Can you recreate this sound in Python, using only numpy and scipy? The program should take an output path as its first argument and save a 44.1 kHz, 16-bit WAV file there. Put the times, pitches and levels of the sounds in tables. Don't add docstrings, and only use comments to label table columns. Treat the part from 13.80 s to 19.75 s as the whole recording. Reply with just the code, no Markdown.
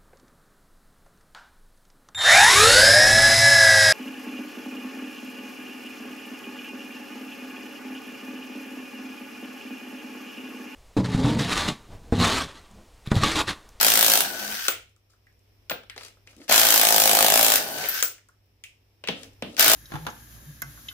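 import sys
import numpy as np
from scipy import signal
from scipy.fft import rfft, irfft, next_fast_len
from scipy.io import wavfile
from scipy.ndimage import uniform_filter1d, map_coordinates

SR = 44100
rng = np.random.default_rng(int(sys.argv[2]) if len(sys.argv) > 2 else 0)


def ratio(d):
    e = np.asarray(d, float) / 20
    return 10 ** e


def inscribe(sig):
    pcm = np.round(np.clip(np.atleast_2d(sig).T, -1, 1) * 32767)
    wavfile.write(sys.argv[1], SR, pcm.astype(np.int16))


N = 262395


def unit(x):
    return x / np.sqrt(np.mean(x ** 2) + 1e-20)


def along(points, hz):
    f, v = np.transpose(points)
    return np.interp(np.log(hz + 1), np.log(f + 1), v)


def curves(rows, outside=-120.):
    s, *cols = np.transpose(rows)
    t = np.arange(N) / SR
    return [np.interp(t, s, c, outside, outside) for c in cols]


def levels(spans):
    return sum(ratio(np.array(curves(rows))) for rows in spans)


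def wander(rate):
    knots = rng.standard_normal(int(N * rate / SR) + 4)
    return map_coordinates(knots, [np.arange(N) * rate / SR])


def filtered(x, response, size=8192):
    m = next_fast_len(x.shape[-1] + size)
    return irfft(rfft(x, m) * response(np.fft.rfftfreq(m, 1 / SR)), m)[..., :x.shape[-1]]


def resonances(modes):
    def mode(f, k, centre, width, db):
        return (-1) ** k * ratio(db) * 1j * f * width / (centre ** 2 - f * f + 1j * f * width)

    return lambda f: sum(mode(f, k, *m) for k, m in enumerate(modes))


def noise(spectrum):
    return unit(filtered(rng.standard_normal(N), lambda hz: ratio(along(spectrum, hz))))


def spread(pair):
    # f/Hz, correlation [0..1]
    likeness = [(60, .94), (130, 0.8), (290, 0.86), (640, 0.25), (1400, 0.031), (16000, 0.011)]

    def mid_side(hz):
        turn = np.arccos(np.clip(along(likeness, hz), -1, 1)) / 2
        return np.array([np.cos(turn), np.sin(turn)])

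    mid, side = filtered(pair, mid_side)
    return np.array([mid + side, mid - side])


def struck(times, dbs, rise, t60):
    hits, t = np.zeros(N), np.arange(SR // 5) / SR
    np.add.at(hits, np.round(np.asarray(times) * SR).astype(int), ratio(dbs))
    decay = (1 - np.exp(-t / rise)) * ratio(-60 * t / t60)
    return signal.fftconvolve(hits, decay)[:N]


def add(out, s, sound):
    out[:, round(s * SR):][:, :sound.shape[1]] += sound


def floor():
    # f/Hz, level/dB per Hz
    air_colour = [(15, -46), (25, -12), (60, -5.5), (110, -13), (165, -21.5), (400, -20.5), (750, -26.5),
                  (1400, -33), (2500, -28.5), (4500, -35.5), (5500, -26.5), (6300, -41.5), (9000, -43),
                  (15000, -34.5), (15800, -61)]
    # t/s, gain/dB
    auto_gain = [(0, -17.5), (.86, -13.5), (.95, 4), (1.15, -5.5), (1.45, -3), (1.9, 1), (2.6, -1),
                 (2.7, -23), (4, -21), (4.1, -5.5), (5.1, -3), (5.7, 6.5), (5.8, -10.5), (5.95, -9)]
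    air_db, hum_db, air_duck_db = -63, -63.5, -5

    gain_db, = curves(auto_gain)
    air_level_db = air_db + np.maximum(gain_db, air_duck_db) + 0.41 * wander(17)
    air = spread(np.array([noise(air_colour), noise(air_colour)]) * ratio(air_level_db))
    hum_level_db = hum_db + gain_db + 2.5 + 1.2 * wander(13)
    hum = ratio(hum_level_db) * np.sin(2 * np.pi * 100 * np.arange(N) / SR)
    return air + hum


def trigger():
    # start t/s, nut loose t/s, brake t/s, free wobble level/dB, free rattle level/dB
    pulls = [
        (-.3, .42, .868, -44.5, -41.5),
        (2.68, 3.77, 4.207, -40, -40.5),
        (5.77, 7.9, 7, -40, -40),
    ]
    rush_db = (-59, -22.5, -38, -31, -40, -36, -37.5, -34, -70.5)
    spin_up_s, settle_s, free_s, brake_s = 0.014, 0.78, 0.071, 0.012
    off_stud_s, off_stud_db = 0.1, -14.5
    shake_db, whine_db, free_whine_db, blow_rattle_db = -38, -54.5, -43.5, -39.5
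    load_hz, loose_hz, free_hz, top_speed_hz = 1352, 1413, 1480, 1583

    def stages(loaded, free, late):
        return [loaded - 30] + [loaded] * 3 + [free] * 2 + [late] * 2 + [late - 35]

    spans, pitch = [], []
    for start, loose, brake, wobble_db, rattle_db in pulls:
        off = brake - off_stud_s
        settled = min(start + settle_s, loose - spin_up_s)
        s = [start, start + spin_up_s, settled, loose, loose + free_s,
             off - free_s / 2, off, brake, brake + brake_s]
        wobble = stages(shake_db, wobble_db, wobble_db + off_stud_db)
        whine = stages(whine_db, free_whine_db, free_whine_db)
        rattle = stages(blow_rattle_db, rattle_db, rattle_db)
        spans.append(np.transpose([s, rush_db, wobble, whine, rattle]))
        pitch += [(start, load_hz), (loose, loose_hz), (loose + free_s, free_hz), (brake, top_speed_hz)]
    return levels(spans), curves(pitch)[0]


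def tremor():
    # f/Hz, level/dB per Hz
    shake_colour = [(12, -29.5), (25, -8), (60, -2), (110, -6), (180, -25.5)]
    rush = trigger()[0][0]
    return rush * ratio([[-18], [-32]]) * np.array([noise(shake_colour), noise(shake_colour)])


def drone():
    # start t/s, attack/s, hold/s, release/s, level/dB, f/Hz
    cavity = (.585, .03, .125, .05, -45, 209)
    s, *stages, top_db, hz = cavity
    times = s + np.cumsum([0, *stages])
    db, = curves(np.transpose([times, top_db + np.array([-20, 0, 0, -20])]))
    return ratio(db) * np.sin(2 * np.pi * hz * np.arange(N) / SR)


def rubbing():
    # start t/s, strongest t/s, end t/s, hiss level/dB, rumble level/dB
    strokes = [
        (1.296, 1.34, 1.37, -68.5, -93),
        (2.162, 2.257, 2.305, -50, -68),
        (2.468, 2.52, 2.58, -61.5, -68),
        (2.579, 2.641, 2.68, -56.5, -64.5),
        (5.298, 5.437, 5.5, -55.5, -53.5),
        (5.634, 5.751, 5.765, -58, -54.5),
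    ]
    # f/Hz, level/dB per Hz
    slide_colour = [(410, -35.5), (700, -8), (973, -17.5), (1320, 0), (1430, -15), (4980, -6),
                    (12200, -16.5), (16300, -26.5)]
    in_db, out_db, rumble_in_db = -6, -21, 4.5

    spans = [[(start, hiss_db + in_db, low_db + rumble_in_db),
              (strongest, hiss_db, low_db),
              (end, hiss_db + out_db, low_db + out_db / 2)]
             for start, strongest, end, hiss_db, low_db in strokes]
    hiss, low = levels(spans)
    tyre = filtered(rng.standard_normal(N), resonances([(266, 74, -1.5), (520, 200, -4.0)]))
    grit = ratio(4 * wander(150))
    lumps = ratio(1.4 * wander(25))
    return hiss * unit(grit * noise(slide_colour)) + low * unit(lumps * tyre)


def burst(hz, width, t60):
    t = np.arange(SR // 6) / SR
    common, left, right = rng.standard_normal((3, len(t))) * ratio(-60 * t / t60)
    apart = np.clip(hz / 6000, 0, 1.5)
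    strike = 0.18 * np.linalg.norm(common) * (t == 0)
    drive = np.array([common + apart * left + strike, common + apart * right + strike, t == 0])
    *puff, push = filtered(drive, lambda f: resonances([(hz, width, 0)])(f) ** 3, size=2048)
    push = unit(push) * np.std(puff)
    return np.array([*puff, push]) / np.abs(puff).max()


def contacts(events, broad_db, ring_t60, blunt):
    out = np.zeros((3, N + SR))
    for s, db, thud_db, ring_hz, bright_db, socket_db in events:
        thud = ratio(thud_db) * burst(hz=516, width=570, t60=0.044)
        ring = burst(ring_hz, blunt * ring_hz, ring_t60 * min(1, 3500 / ring_hz))
        clack = ratio(broad_db) * burst(hz=2400, width=3500, t60=0.022)
        tick = ratio(bright_db + 6.5) * burst(hz=6940, width=8200, t60=0.013)
        socket = ratio(socket_db) * burst(hz=15200, width=380, t60=0.18)
        add(out, s, ratio(db - 3.0) * (thud + ring + clack + tick + socket))
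    return out[:, :N]


def knocks():
    # t/s, peak level/dB, ring f/Hz, thud level/dB, bright level/dB
    rim_knocks = [(1.9096, -24, 1440, 3, -11.5), (1.9154, -19.5, 1630, -8.5, -28.5),
                  (2.0347, -47, 1480, 1, -12), (2.0976, -30.5, 1900, -28, -7.5),
                  (2.1629, -39.5, 1240, 2.5, -6), (2.1784, -31, 4220, -4.5, -4.5),
                  (2.21, -37.5, 1290, -9, -8), (2.2338, -40, 4200, -18, 0), (2.2488, -37, 5200, -8, 0.5),
                  (2.262, -40.5, 5600, -11.5, -1.5), (2.2823, -44, 5000, -20, -0.5),
                  (2.4732, -40, 2420, -19, -8.5), (2.5299, -52.5, 1510, -1.5, -7),
                  (2.602, -53, 1945, 4, -7.5), (2.616, -44.5, 1870, -5, -14.5),
                  (2.7173, -12.5, 2108, -14, -12), (5.2386, -30.5, 2610, -1, -33),
                  (5.286, -16, 2920, -2, -25.5), (5.6231, -25, 2830, 5, -7.5)]
    # t/s, peak level/dB, ring f/Hz, bright level/dB
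    thin_ticks = [(1.095, -69.5, 2790, 12), (1.163, -59, 1300, 2), (1.526, -72.5, 2490, 7),
                  (1.593, -69, 2740, 6), (2.565, -54, 2995, 6), (2.6804, -33, 2520, -3),
                  (3.984, -28.5, 1480, 5.5), (4.04, -25, 2000, -5), (4.208, -31.5, 2890, 7.5),
                  (4.853, -50, 2420, -14), (5.2738, -23.5, 2800, -7.5), (5.4321, -34.5, 5550, -2),
                  (5.5337, -67, 1900, 12), (5.7667, -28, 5200, -3)]
    # t/s, peak level/dB, ring f/Hz, thud level/dB, bright level/dB
    rim_pings = [
        (1.0694, -69.5, 1480, -12.5, -8.5),
        (1.3346, -53.5, 1350, -11, -9),
        (1.468, -47, 1860, -25, -12),
        (2.37, -53, 1430, -2, -10),
        (4.381, -42, 1970, -17, -10),
        (4.4869, -47.5, 1340, -14, -0.5),
        (4.838, -28.5, 2530, -47, -3.5),
    ]
    # t/s, peak level/dB, bright level/dB, socket ring level/dB
    hard_snaps = [
        (.8825, -12, 5, -6.5),
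        (1.8972, -24, -1, -0.5),
        (4.2259, -16, 9, 2),
    ]
    # t/s, peak level/dB, ring f/Hz
    nut_jingles = [
        (1.32, -66, 14860),
        (3.925, -24, 13500),
        (4.0867, -9.5, 13100),
        (4.094, -11, 12500),
        (4.1406, -15, 14000),
        (4.658, -58, 14900),
    ]
    # t/s, level/dB, f/Hz
    shoves = [
        (1.915, -38, 221.3),
        (5.24, -57, 172),
        (5.288, -29.5, 205),
        (5.625, -28, 228.2),
        (2.563, -48.5, 280),
        (2.597, -44, 274),
        (2.692, -37.5, 175),
    ]
    tyre = np.zeros((3, N + SR))
    for s, db, hz in shoves:
        add(tyre, s, ratio(db) * burst(hz, width=210, t60=0.1))

    # t/s, peak/dB, thud/dB, ring f/Hz, bright/dB, socket/dB
    knock = [(s, db, thud, hz, bright, -28) for s, db, hz, thud, bright in rim_knocks]
    tick = [(s, db, -14, hz, bright, bright - 23) for s, db, hz, bright in thin_ticks]
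    snap = [(s, db, -10, 1450, bright, socket) for s, db, bright, socket in hard_snaps]
    ping = [(s, db, thud, hz, bright, -26) for s, db, hz, thud, bright in rim_pings]
    jingle = [(s, db, -39, hz, -18, -22) for s, db, hz in nut_jingles]
    return (contacts(knock + tick, broad_db=5, ring_t60=0.035, blunt=0.55)
            + contacts(snap, broad_db=6.5, ring_t60=0.024, blunt=0.3)
            + contacts(ping, broad_db=-16.0, ring_t60=0.039, blunt=0.53)
            + contacts(jingle, broad_db=-20.0, ring_t60=0.09, blunt=0.11)
            + tyre[:, :N])


def motor():
    # f/Hz, level/dB per Hz
    gear_colour = [(530, -39.5), (900, -14), (1120, -11), (1530, 0.5), (1980, -6), (3850, -7.5), (5960, -7),
                   (9920, -22), (12500, -12), (15300, -12), (16300, -29)]
    # f/Hz, level/dB per Hz
    rattle_colour = [(5000, -33), (8000, -5.5), (11000, -6.5), (12500, -5.5), (15300, -1.5), (16300, -28.5)]
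    # f/Hz, width/Hz, level/dB
    wobble_modes = [(225.9, 180, -7.5), (428, 86, 0.5), (556, 230, 0), (763, 220, 2.5)]
    # multiple of the pitch, level/dB
    overtones = [(1, -4), (2, -8), (3, -9), (4, -7.5)]

    (rush, shake, whine, rattle), winding_hz = trigger()
    turn = 2 * np.pi * np.cumsum(winding_hz * (1 + 0.006 * wander(90))) / SR
    tone = sum(ratio(db + 4.3 * wander(70)) * np.sin(k * turn) for k, db in overtones)
    meshing = ratio(6.4 * np.tanh(wander(250)))
    teeth = unit(meshing * np.array([noise(gear_colour), noise(gear_colour)]))
    play = unit(ratio(2.8 * wander(200)) * np.array([noise(rattle_colour), noise(rattle_colour)]))
    nut = unit(ratio(2 * wander(60)) * filtered(rng.standard_normal(N), resonances(wobble_modes)))
    return rush * teeth + rattle * play + whine * tone + shake * nut


def blows():
    # blow number, t/s, second jaw late/ms
    beat = [
        [(0, .0112, .7), (16, .2993, .5), (20, .374, -.6)],
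        [(0, 2.724, .4), (14, 2.9771, .7), (22, 3.1245, 0), (38, 3.4262, 0), (42, 3.5014, 0), (43, 3.5214, 0),
         (52, 3.6826, 0), (56, 3.757, 0)],
        [(0, 5.808, 0), (7, 5.9343, 0)],
    ]
    # t/s, crack level/dB, thump level/dB
    strays = [
        (0.3892, -20.5, -33),
        (0.4059, -11, -32),
        (2.6946, -21, -19.5),
        (2.7113, -15.5, -17.5),
        (2.7188, -16, -24),
        (5.7949, -8.5, -27),
    ]
    # t/s, thump level/dB, second jaw over first/dB
    grip = [(0, -27, -2), (.4, -27, 1), (2.72, -34, 12), (3, -33, 11), (3.1, -23.5, 4.5), (3.5, -21.5, 6),
            (3.76, -28.5, 4), (5.8, -28.5, 4.5), (5.95, -21.5, 3)]
    crack_level_db, jaw_crack_db = -10, -1
    scatter_db = [0.74, 1.5]

    grip_s, thump_level_db, jaw_thump_db = np.transpose(grip)
    rows = []
    for number, s, late_ms in map(np.transpose, beat):
        k = np.arange(number[-1] + 1)
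        at = np.interp(k, number, s)
        second = k % 2
        luck = rng.standard_normal((len(k), 2)) * scatter_db
        times = at + second * np.interp(k, number, late_ms) / 1000
        crack_db = crack_level_db + jaw_crack_db * second + luck[:, 0]
        thump_db = np.interp(at, grip_s, thump_level_db) + second * np.interp(at, grip_s, jaw_thump_db)
        rows += zip(times, crack_db, thump_db + luck[:, 1])
    return np.array(sorted(rows + strays))


def hammer():
    # f/Hz, level/dB per Hz
    crack_colour = [(70, -44.5), (150, -26), (350, -19), (600, -13.5), (950, -13.5), (1400, -10),
                    (2400, -11.5), (3200, -8), (5000, -11), (7500, -9.5), (11000, -11.5), (13100, -8.5),
                    (15400, -7.5), (16300, -37)]
    # f/Hz, width/Hz, level/dB
    anvil_modes = [(13300, 2100, 0)]

    s, crack_db, thump_db = blows().T
    shared = noise(crack_colour)
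    steel = unit(np.array([shared + 1.23 * noise(crack_colour), shared + 1.97 * noise(crack_colour)]))
    snap = struck(s - 0.0006, crack_db, rise=0.0012, t60=0.011)
    body = struck(s, crack_db - 8, rise=0.0014, t60=0.039)
    crack = steel * (ratio(8.5) * snap + body)
    shrill = unit(filtered(rng.standard_normal((2, N)), lambda f: resonances(anvil_modes)(f) ** 2))
    shrill_db = crack_db - 0.5 + 4 * rng.standard_normal(len(s))
    crack += shrill * struck(s - 0.0004, shrill_db, rise=0.00094, t60=0.0094)

    t = np.arange(SR // 25) / SR

    def swell(delay, width):
        return np.exp(-0.5 * ((t - delay) / width) ** 2)

    thump = swell(delay=0.0031, width=0.0011) * np.sin(2 * np.pi * 720 * t)
    thump += ratio(-16.5) * swell(delay=0.0016, width=0.0013) * np.sin(2 * np.pi * 300 * t)
    even = uniform_filter1d(s, size=5)
    even = np.where(np.abs(even - s) < 1 / 1000, even, s)
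    pushes = np.zeros(N)
    pushes[np.round(even * SR).astype(int)] = ratio(thump_db + 3)
    return crack, signal.fftconvolve(pushes, thump)[:N]


def walls(x, count=12):
    # f/Hz, t60/s
    decay_times = [(150, 0.38), (400, 0.33), (1000, 0.25), (3000, 0.34), (8000, 0.26), (16000, 0.19)]
    out = np.zeros((2, N + SR))
    for part in np.array_split(np.arange(N), count):
        hz, t, z = signal.stft(rng.standard_normal((2, SR // 2)), SR, nperseg=256)
        fade = ratio(-60 * t / along(decay_times, hz)[:, None])
        tail = signal.istft(z * fade, SR, nperseg=256)[1]
        wet = signal.fftconvolve(x[None, part], tail / np.linalg.norm(tail[0]), axes=1)
        out[:, part[0] + 200:][:, :wet.shape[1]] += wet
    return spread(out[:, :N])


def ports(x):
    # f/Hz, level/dB
    lean = [(500, 1), (2500, 0.5), (5000, 12), (9000, 3), (13000, 5.5)]
    lag_s = 4.5 / SR
    side = np.array([[0.5], [-0.5]])
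    return filtered(x, lambda hz: ratio(side * along(lean, hz)) * np.exp(2j * np.pi * hz * lag_s * side))


def scene():
    crack, thump = hammer()
    running, knock, rub = motor(), knocks(), rubbing()
    direct = ports(crack + thump + running + knock[:2] + rub + drone())
    echo = walls(ratio(-0.5) * crack[0] + ratio(-4.0) * thump + ratio(-1.5) * running[0]
                 + ratio(-3.5) * (knock[2] + rub))
    return direct + echo + tremor() + floor()


def top_cut(x):
    return signal.sosfilt(signal.butter(12, 16450, fs=SR, output="sos"), x)


def record(dry):
    top_hz, edge_hz = 16100, 120
    heard = filtered(dry, lambda hz: 0.5 - 0.5 * np.tanh((hz - top_hz) / edge_hz))
    mix = heard / (1 + np.abs(heard) ** 6) ** (1 / 6)
    return top_cut(mix)


dry = scene()
out = record(dry)
inscribe(out)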